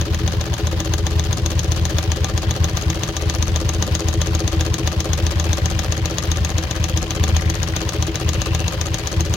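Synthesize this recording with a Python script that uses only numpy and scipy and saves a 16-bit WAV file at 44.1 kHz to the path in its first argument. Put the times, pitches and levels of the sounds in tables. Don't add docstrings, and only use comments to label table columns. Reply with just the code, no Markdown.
import sys
import numpy as np
from scipy import signal
from scipy.fft import rfft, irfft
from scipy.io import wavfile

SR = 44100
rng = np.random.default_rng(int(sys.argv[2]) if len(sys.argv) > 2 else 0)


def pcm_store(signal):
    levels = np.round(np.clip(np.atleast_2d(signal), -1, 1) * 32767)
    wavfile.write(sys.argv[1], SR, levels.astype(np.int16).T)


def natural_amplitude(level_db):
    exponent = np.asarray(level_db, float) / 20
    return 10 ** exponent


N = 412756
LEAD = 4096
M = N + LEAD

FIRST_S, TURN_S, TURNS = .01436, .131303, 72

# (frequency [Hz], level [dB], time to fade by 60 dB [s], first swing [+1 or -1])
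TABLE_MODES = [(44.4, -27, 0.17, 1), (79.66, 4.5, 0.39, -1), (103.7, -1.5, 0.21, 1), (116.6, 1.5, 0.19, 1),
               (162.1, -10.5, 0.42, 1), (208.4, -16, 0.55, -1)]
FRAME_MODES = [(324.8, -1.5, 0.2, -1), (335.1, -4, 0.11, 1), (416.3, -11.5, 0.31, 1)]
BED_MODES = [(513, -2, 0.086, -1), (540.5, 2, 0.032, 1), (623.4, -16.5, 0.25, 1), (755, -15.5, 0.091, 1),
             (1024, -11.5, 0.029, -1), (1210, 2.5, 0.007, 1)]
STOP_MODES = [(5390, -3.5, 0.0047, -1), (6120, 9, 0.0033, 1), (6560, 6, 0.0063, -1),
              (7090, -7.5, 0.0093, 1), (9000, -3.5, 0.0033, 1), (10500, -11.5, 0.0056, 1),
              (13500, 1.5, 0.0026, -1)]
# (frequency [Hz], level [dB])
TICK_TONE = [(300, 10), (1000, -7), (2200, -3.5), (4300, 5), (7000, 7), (10000, 2.5), (13000, -1),
             (16000, -37)]
# (share of turn [0-1], level [dB])
GEAR_LOAD = [(0, 12), (.1, 4.5), (.17, 1.5), (.24, 5.5), (.3, -1.5), (.34, 7.5), (.5, 8), (.56, 6.5),
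             (.63, -3), (.7, 6), (.75, 4.5), (.82, 2.5), (.9, 7.5), (1, 7.5)]
# (time [s], level [dB])
PHONE_AIM = [(0, -8.5), (.7, -4.5), (1.55, 1), (2.5, -1), (3.9, 3.5), (4.6, 0.6), (7.2, 1.05), (8, -0.5),
             (9.36, 1.3)]


def needle():
    # (frequency [Hz], level [dB])
    clack_tone = [(300, -7), (1000, 3.5), (2300, 2.5), (3500, 13.5), (5000, 12), (7000, 8), (10000, -1.5),
                  (16000, -3.5)]
    # (frequency [Hz], level [dB], time to fade by 60 dB [s], first swing [+1 or -1])
    plate_modes = [(503, -13.5, 0.028, 1), (606, -6.5, 0.028, 1), (758, -13.5, 0.058, 1),
                   (1145, -25, 0.083, -1), (1193, -16, 0.1, -1), (1694, 1, 0.0088, -1),
                   (2650, -34, 0.0063, 1), (3484, 5, 0.012, 1), (3775, -16.5, 0.15, -1),
                   (3950, -18, 0.14, 1)]
    arm_modes = [(78, 10.5, 0.19, 1), (139.8, -4.5, 0.59, -1), (170.4, -0.5, 0.26, -1),
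                 (321.9, -3.5, 0.26, -1)]
    # (time [s], level [dB])
    plate_free = [(0, -15), (1.2, -12.5), (1.7, -18), (1.9, -9), (3, -11), (3.5, -10.5), (4.4, -9.5),
                  (5.3, -10), (6, -12.5), (6.3, -11.5), (6.95, -13.5), (7.24, -6), (7.5, -14.5),
                  (8.55, -12), (9.2, -16), (9.36, -10)]
    s = shaft(0)
    clack_db = strength(s, -1, PHONE_AIM, 0.53, 0.21)
    plate_db = strength(s, 0, plate_free, 0.81, 1.0)
    chance = rng.standard_normal((len(s), 2))
    first_bounce = s + .0017 + .0002 * chance[:, 0]
    second_bounce = s + .003 + .0003 * chance[:, 1]
    hits = np.r_[s, first_bounce, second_bounce, s - .005, s - .0025]
    hits_db = np.r_[clack_db, clack_db - 9, clack_db - 13, clack_db - 24, clack_db - 22]
    snap = crack(hits, hits_db - 17.5, clack_tone, rise_ms=0.17, t60=0.0044,
                 tail_db=-12, tail_t60=0.036, far_db=-14)
    stop = strike(hits + .0002, hits_db - 10.5, STOP_MODES, push_ms=.03)
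    plate = strike(s + 0.00079, plate_db - 11.5, plate_modes, push_ms=0.13)
    arm = strike(s - .0012, -27 + 0 * s, arm_modes, push_ms=1.47)
    return snap + at_ports(stop, 0, -14) + at_ports(plate, 0, -2.5) + arm


def feed():
    # (time of the next needle stop [s], level change [dB])
    odd_drops = [(.01, 2), (1.07, 0), (2.64, 2.5), (3.03, -5.5), (3.17, -23), (4.61, 0.5), (5.27, 1),
                 (5.79, -0.5), (6.18, -10), (6.71, -8), (7.11, -9), (7.24, 2.5), (7.63, -2.5), (7.76, -3.5),
                 (7.89, -1.5), (8.15, -8), (8.29, 1.5), (8.81, -6), (8.94, -5), (9.07, -8), (9.21, 2)]
    s = shaft(.669 - 1)
    odd_s, odd_db = np.transpose(odd_drops)
    thud_db = -16 + 0.23 * rng.standard_normal(TURNS)
    odd_turns = np.round((odd_s - FIRST_S) / TURN_S).astype(int)
    thud_db[odd_turns] += odd_db
    drop = s + 0.00081 * rng.standard_normal(TURNS)
    thud = strike(drop, thud_db - .6, TABLE_MODES, push_ms=4.27)
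    rebound = strike(drop + 0.012, thud_db - 0.5, TABLE_MODES[1:2], push_ms=8.9)
    return thud + rebound


def foot():
    # (time [s], level [dB])
    foot_force = [(0, -21.5), (1.25, -24.5), (1.77, -27), (1.9, -22.5), (2.43, -27), (2.7, -27.5),
                  (2.95, -23), (3.88, -26), (4, -20), (5.45, -24), (5.6, -32.5), (6.24, -24), (6.63, -36),
                  (7.16, -20), (7.55, -28), (8.1, -20), (8.7, -29), (9.3, -23.5)]
    # (frequency [Hz], level [dB], time to fade by 60 dB [s], first swing [+1 or -1])
    heel_modes = [(69.3, 6, 0.13, -1), (158, 0, 0.028, 1)]
    s = shaft(.412, count=TURNS - 1)
    click_db = strength(s, -18.5, PHONE_AIM, 1.05, 1.15)
    bed_db = strength(s, -26, PHONE_AIM, 0.33, 2.7)
    frame_db = strength(s, 0, foot_force, 0.9, 0.77)
    click = crack(s, click_db - 1, TICK_TONE, rise_ms=0.26, t60=0.011,
                  tail_db=-38, tail_t60=0.12, far_db=-45)
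    stop = strike(s, click_db - 3.5, STOP_MODES, push_ms=.03)
    s = s + 0.00069 * rng.standard_normal(len(s))
    frame = strike(s + 0.0011, frame_db + 0.5, FRAME_MODES, push_ms=1.0)
    bed = strike(s + .0012, bed_db + 2.5, BED_MODES, push_ms=0.66)
    heel = strike(s - .0025, -21 + 0 * s, heel_modes, push_ms=2.3)
    return click + at_ports(stop, 0, -14) + at_ports(frame, 1.1, -1.1) + bed + heel


def looper():
    # (time [s], level [dB])
    tension = [(0, -6), (1.3, -2.5), (2.6, -4), (3.5, 1.5), (4, -2), (5.5, 4.5), (5.95, -5.5), (7.3, -1.5),
               (8.3, 0), (9.36, 0)]
    s = shaft(.326, count=TURNS - 1) + 0.00066 * rng.standard_normal(TURNS - 1)
    db = strength(s, -31.5, tension, 0.72, 1.7)
    chance = rng.random((len(s), 4))
    second = s + .0015 + .0015 * chance[:, 0]
    rebound = s + .0005 + .004 * chance[:, 1]
    hits = np.r_[s - .0012, second, rebound]
    hits_db = np.r_[db - 2, db + 2 - 6 * chance[:, 2], db - 4 - 6 * chance[:, 3]]
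    ticks = crack(hits, hits_db + 12.0, TICK_TONE, rise_ms=0.099, t60=0.0056,
                  tail_db=-5, tail_t60=0.013, far_db=-44)
    return ticks + strike(hits, hits_db + 6.5, BED_MODES[3:], push_ms=0.3)


def latches():
    # (share of turn [0-1], level [dB], timing scatter [ms])
    latch_list = [(.63, -38, .8), (.69, -26, 1.5), (0.794, -28.5, 0.53), (.96, -26, .3), (.98, -37, 0.33)]
    # (frequency [Hz], level [dB])
    latch_tone = [(1000, -24), (4000, -6), (6500, 1), (9000, -1.5), (13000, -14), (16000, -8)]
    s = np.concatenate([shaft(share - 1) + ms / 1000 * rng.standard_normal(TURNS)
                        for share, _, ms in latch_list])
    db = np.repeat(np.transpose(latch_list)[1], TURNS) + strength(s, 0, PHONE_AIM, 0.92, 2.5)
    return crack(s, db, latch_tone, rise_ms=.1, t60=0.014, tail_db=-5, tail_t60=.02, far_db=-18)


def linkage():
    # (share of turn [0-1], frequency [Hz], level [dB], time to fade by 60 dB [s])
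    levers = [(.335, 1700, -29, .04), (.35, 1270, -31, .04), (.44, 4400, -31, .03), (.52, 3100, -33, .04),
              (.69, 1850, -35, .03), (.797, 1070, -28, .03), (.8, 2000, -32, .015), (.87, 985, -30, .05),
              (.965, 2900, -31, .015), (.045, 1000, -28, .03)]
    # (time [s], level [dB])
    take_up_slack = [(0, -26), (2, -44), (5, -49), (6.2, -21), (6.9, -41), (7.6, -33), (9.36, -33)]
    # (time [s], level [dB])
    loose_play = [(0, -87), (2, -26), (4, -27), (5.6, -23.5), (6.3, -25), (6.9, -21.5), (7.4, -19.5),
                  (8.3, -24.5), (9.36, -28.5)]
    out = np.zeros((2, M))
    for share, hz, db, t60 in levers:
        s = shaft(share, count=TURNS - 1) + 0.0007 * rng.standard_normal(TURNS - 1)
        out += pings(s, hz, db, t60)
    s = shaft(.17, count=TURNS - 1) + 0.00052 * rng.standard_normal(TURNS - 1)
    for hz in (2000, 2600):
        out += pings(s, hz, np.interp(s, *np.transpose(take_up_slack)), 0.0093)
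    for hz in (1630, 1940, 2300, 2590, 3180):
        loose_s = rng.random(220) * N / SR
        out += pings(loose_s, hz, np.interp(loose_s, *np.transpose(loose_play)), 0.0079)
    return out


def guide():
    # (time [s], level [dB])
    buzz = [(7.8, -60), (8.05, -45), (8.35, -25), (8.65, -22.5), (8.8, -42), (8.95, -60)]
    chance = rng.random((260, 2))
    s = buzz[0][0] + (buzz[-1][0] - buzz[0][0]) * chance[:, 0]
    load_db = np.interp((s - FIRST_S) / TURN_S % 1, *np.transpose(GEAR_LOAD))
    buzz_db = np.interp(s, *np.transpose(buzz)) + load_db - 5.5 - 6 * chance[:, 1]
    return pings(s, 2740, buzz_db, 0.013)


def gears():
    # (frequency [Hz], level [dB])
    teeth_tone = [(40, -4), (90, -8), (250, -4), (500, 7.5), (1100, 0.5), (1700, 3.5), (2200, 0.5),
                  (3000, 4), (5000, 1.5), (8000, -9), (16000, -9)]
    t = (np.arange(M) - LEAD) / SR
    turn = np.interp(t, shaft(-1, count=TURNS + 2), np.arange(TURNS + 2)) % 1
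    load = natural_amplitude(np.interp(turn, *np.transpose(GEAR_LOAD)))
    chance = rng.random((2500, 2))
    tick_s = chance[:, 0] * M / SR - LEAD / SR
    tick_db = np.minimum(-3.5 * np.log(1 - chance[:, 1]), 11) - 3
    grain = burst(tick_s, tick_db, 0.31, 0.011)
    noise = rng.standard_normal((3, M))
    low_pass = signal.butter(1, 800, fs=SR, output="sos")
    hiss = noise[1:] + signal.sosfilt(low_pass, noise[0] - noise[1:])
    teeth = colour(load * (1 + 0.97 * grain) * hiss, teeth_tone) * natural_amplitude(-39.5)
    high_pass = signal.butter(2, 7500, "high", fs=SR, output="sos")
    specks = signal.sosfilt(high_pass, (load * grain) ** 2 * noise[1:]) * natural_amplitude(np.array([[-58], [-64]]))
    shake = load * rng.standard_normal(M)
    frame = sum(natural_amplitude(g) * ring(shake, hz, t60) for hz, g, t60, _ in FRAME_MODES + BED_MODES[:1])
    table = sum(natural_amplitude(g) * ring(shake, hz, t60) for hz, g, t60, _ in TABLE_MODES)
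    return teeth + specks + frame * natural_amplitude(-72) + table * natural_amplitude(-67)


def shaft(share, count=TURNS):
    # (times per belt loop, delay [ms], share of loop where it is latest [0-1])
    belt = [(1, 1.83, .6325), (2, 1.29, .2537)]
    # (time [s], delay [ms])
    drag = [(0, 0), (.67, .3), (.93, 1.1), (1.7, .5), (2, -.3), (3.3, -.6), (4.2, 0), (5.1, -.7), (6, -.6),
            (7.25, .6), (7.75, .1), (8.05, 1), (8.4, .8), (8.8, -.9), (9.2, .6)]
    turn = np.arange(count) + share
    loops = .2333 * turn
    belt_ms = sum(ms * np.cos(2 * np.pi * k * (loops - top)) for k, ms, top in belt)
    s = FIRST_S + TURN_S * turn
    return s + (belt_ms + np.interp(s, *np.transpose(drag))) / 1000


def strength(s, db, curve, share, spread_db):
    return db + share * np.interp(s, *np.transpose(curve)) + spread_db * rng.standard_normal(len(s))


def at_ports(x, near_db, far_db):
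    return x * natural_amplitude(np.array([[near_db], [far_db]]))


def train(s, db):
    x = np.zeros(M)
    place = np.clip((np.asarray(s) * SR).astype(int) + LEAD, 0, M - 1)
    np.add.at(x, place, natural_amplitude(db))
    return x


def ring(x, hz, t60):
    r = np.exp(-np.log(1000) / (t60 * SR))
    w = 2 * np.pi * hz / SR
    return signal.lfilter([0, r * np.sin(w)], [1, -2 * r * np.cos(w), r * r], x)


def strike(s, db, modes, push_ms):
    chance_db = 1.0 * rng.standard_normal((len(s), len(modes)))
    out = np.zeros(M)
    for k, (hz, mode_db, t60, sign) in enumerate(modes):
        out += np.sign(sign) * ring(train(s, db + mode_db + chance_db[:, k]), hz, t60)
    push = np.hanning(int(push_ms * SR / 1000) + 3)
    return np.convolve(out, push / push.sum())[:M]


def burst(s, db, rise_ms, t60):
    fall = np.exp(-np.log(1000) / (t60 * SR))
    rise = np.exp(-1000 / (rise_ms * SR))
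    return signal.lfilter([1 - rise], np.convolve([1, -fall], [1, -rise]), train(s, db))


def crack(s, db, points, rise_ms, t60, tail_db, tail_t60, far_db):
    snap = burst(s, db, rise_ms, t60) * rng.standard_normal(M)
    far_snap = natural_amplitude(far_db) * np.roll(snap, 17)
    tail = burst(s, db + tail_db, 0.63, tail_t60) * rng.standard_normal((2, M))
    return colour(np.array([snap, far_snap]) + tail, points)


def pings(s, hz, db, t60):
    chance_db = 2 * rng.standard_normal((len(s), 2))
    near = ring(train(s, db + chance_db[:, 0]), hz, t60)
    far = ring(train(s + 0.0003, db - 9.5 + chance_db[:, 1]), 1.03 * hz, t60)
    return np.array([near, far])


def colour(x, points):
    hz, db = np.transpose(points)
    grid = np.maximum(np.arange(2049) * SR / 4096, 1)
    cepstrum = irfft(np.interp(np.log(grid), np.log(hz), db) * np.log(10) / 20)
    cepstrum[1:2048] *= 2
    cepstrum[2049:] = 0
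    response = irfft(np.exp(rfft(cepstrum)))
    response = np.reshape(response, (1,) * (x.ndim - 1) + (-1,))
    return signal.oaconvolve(x, response, axes=-1)[..., :M]


def walls(dry):
    t = np.arange(int(.3 * SR)) / SR
    echo = rng.standard_normal((2, len(t))) * np.exp(-np.log(1000) * t / 0.13) * (t > .004)
    echo = signal.sosfilt(signal.butter(1, 250, "high", fs=SR, output="sos"), echo)
    return natural_amplitude(-33.5) * signal.fftconvolve(dry.mean(axis=0, keepdims=True), echo, axes=1)[:, :M]


def scene():
    # (frequency [Hz], level [dB])
    near_port = [(28, -22), (40, 3.5), (65, -1.9), (190, 1.6), (255, 6), (320, 2.5), (1000, 2), (4500, 0.5),
                 (5500, -1), (6300, 1.5), (7000, -1), (7700, -7.5), (12000, -6.5), (16000, -5)]
    far_port = [(28, -26.5), (40, -2), (65, -4), (190, 0.8), (255, 8), (320, 0.5), (1000, 2.5), (1700, -1),
                (3000, -2), (6300, -5), (7600, -6), (12000, -9.5), (16000, -21)]
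    dry = needle() + feed() + foot() + looper() + latches() + linkage() + guide() + gears()
    air = dry + walls(dry)
    return np.array([colour(air[0], near_port), colour(air[1], far_port)])[:, LEAD:]


def roll_off(x):
    return signal.sosfilt(signal.butter(12, 16820, fs=SR, output="sos"), x)


def record(dry):
    x = np.tanh(0.82 * dry) / 0.76
    x = signal.sosfilt(signal.ellip(8, .2, 60, 15900, fs=SR, output="sos"), x)
    return roll_off(x)


dry = scene()
out = record(dry)
pcm_store(out)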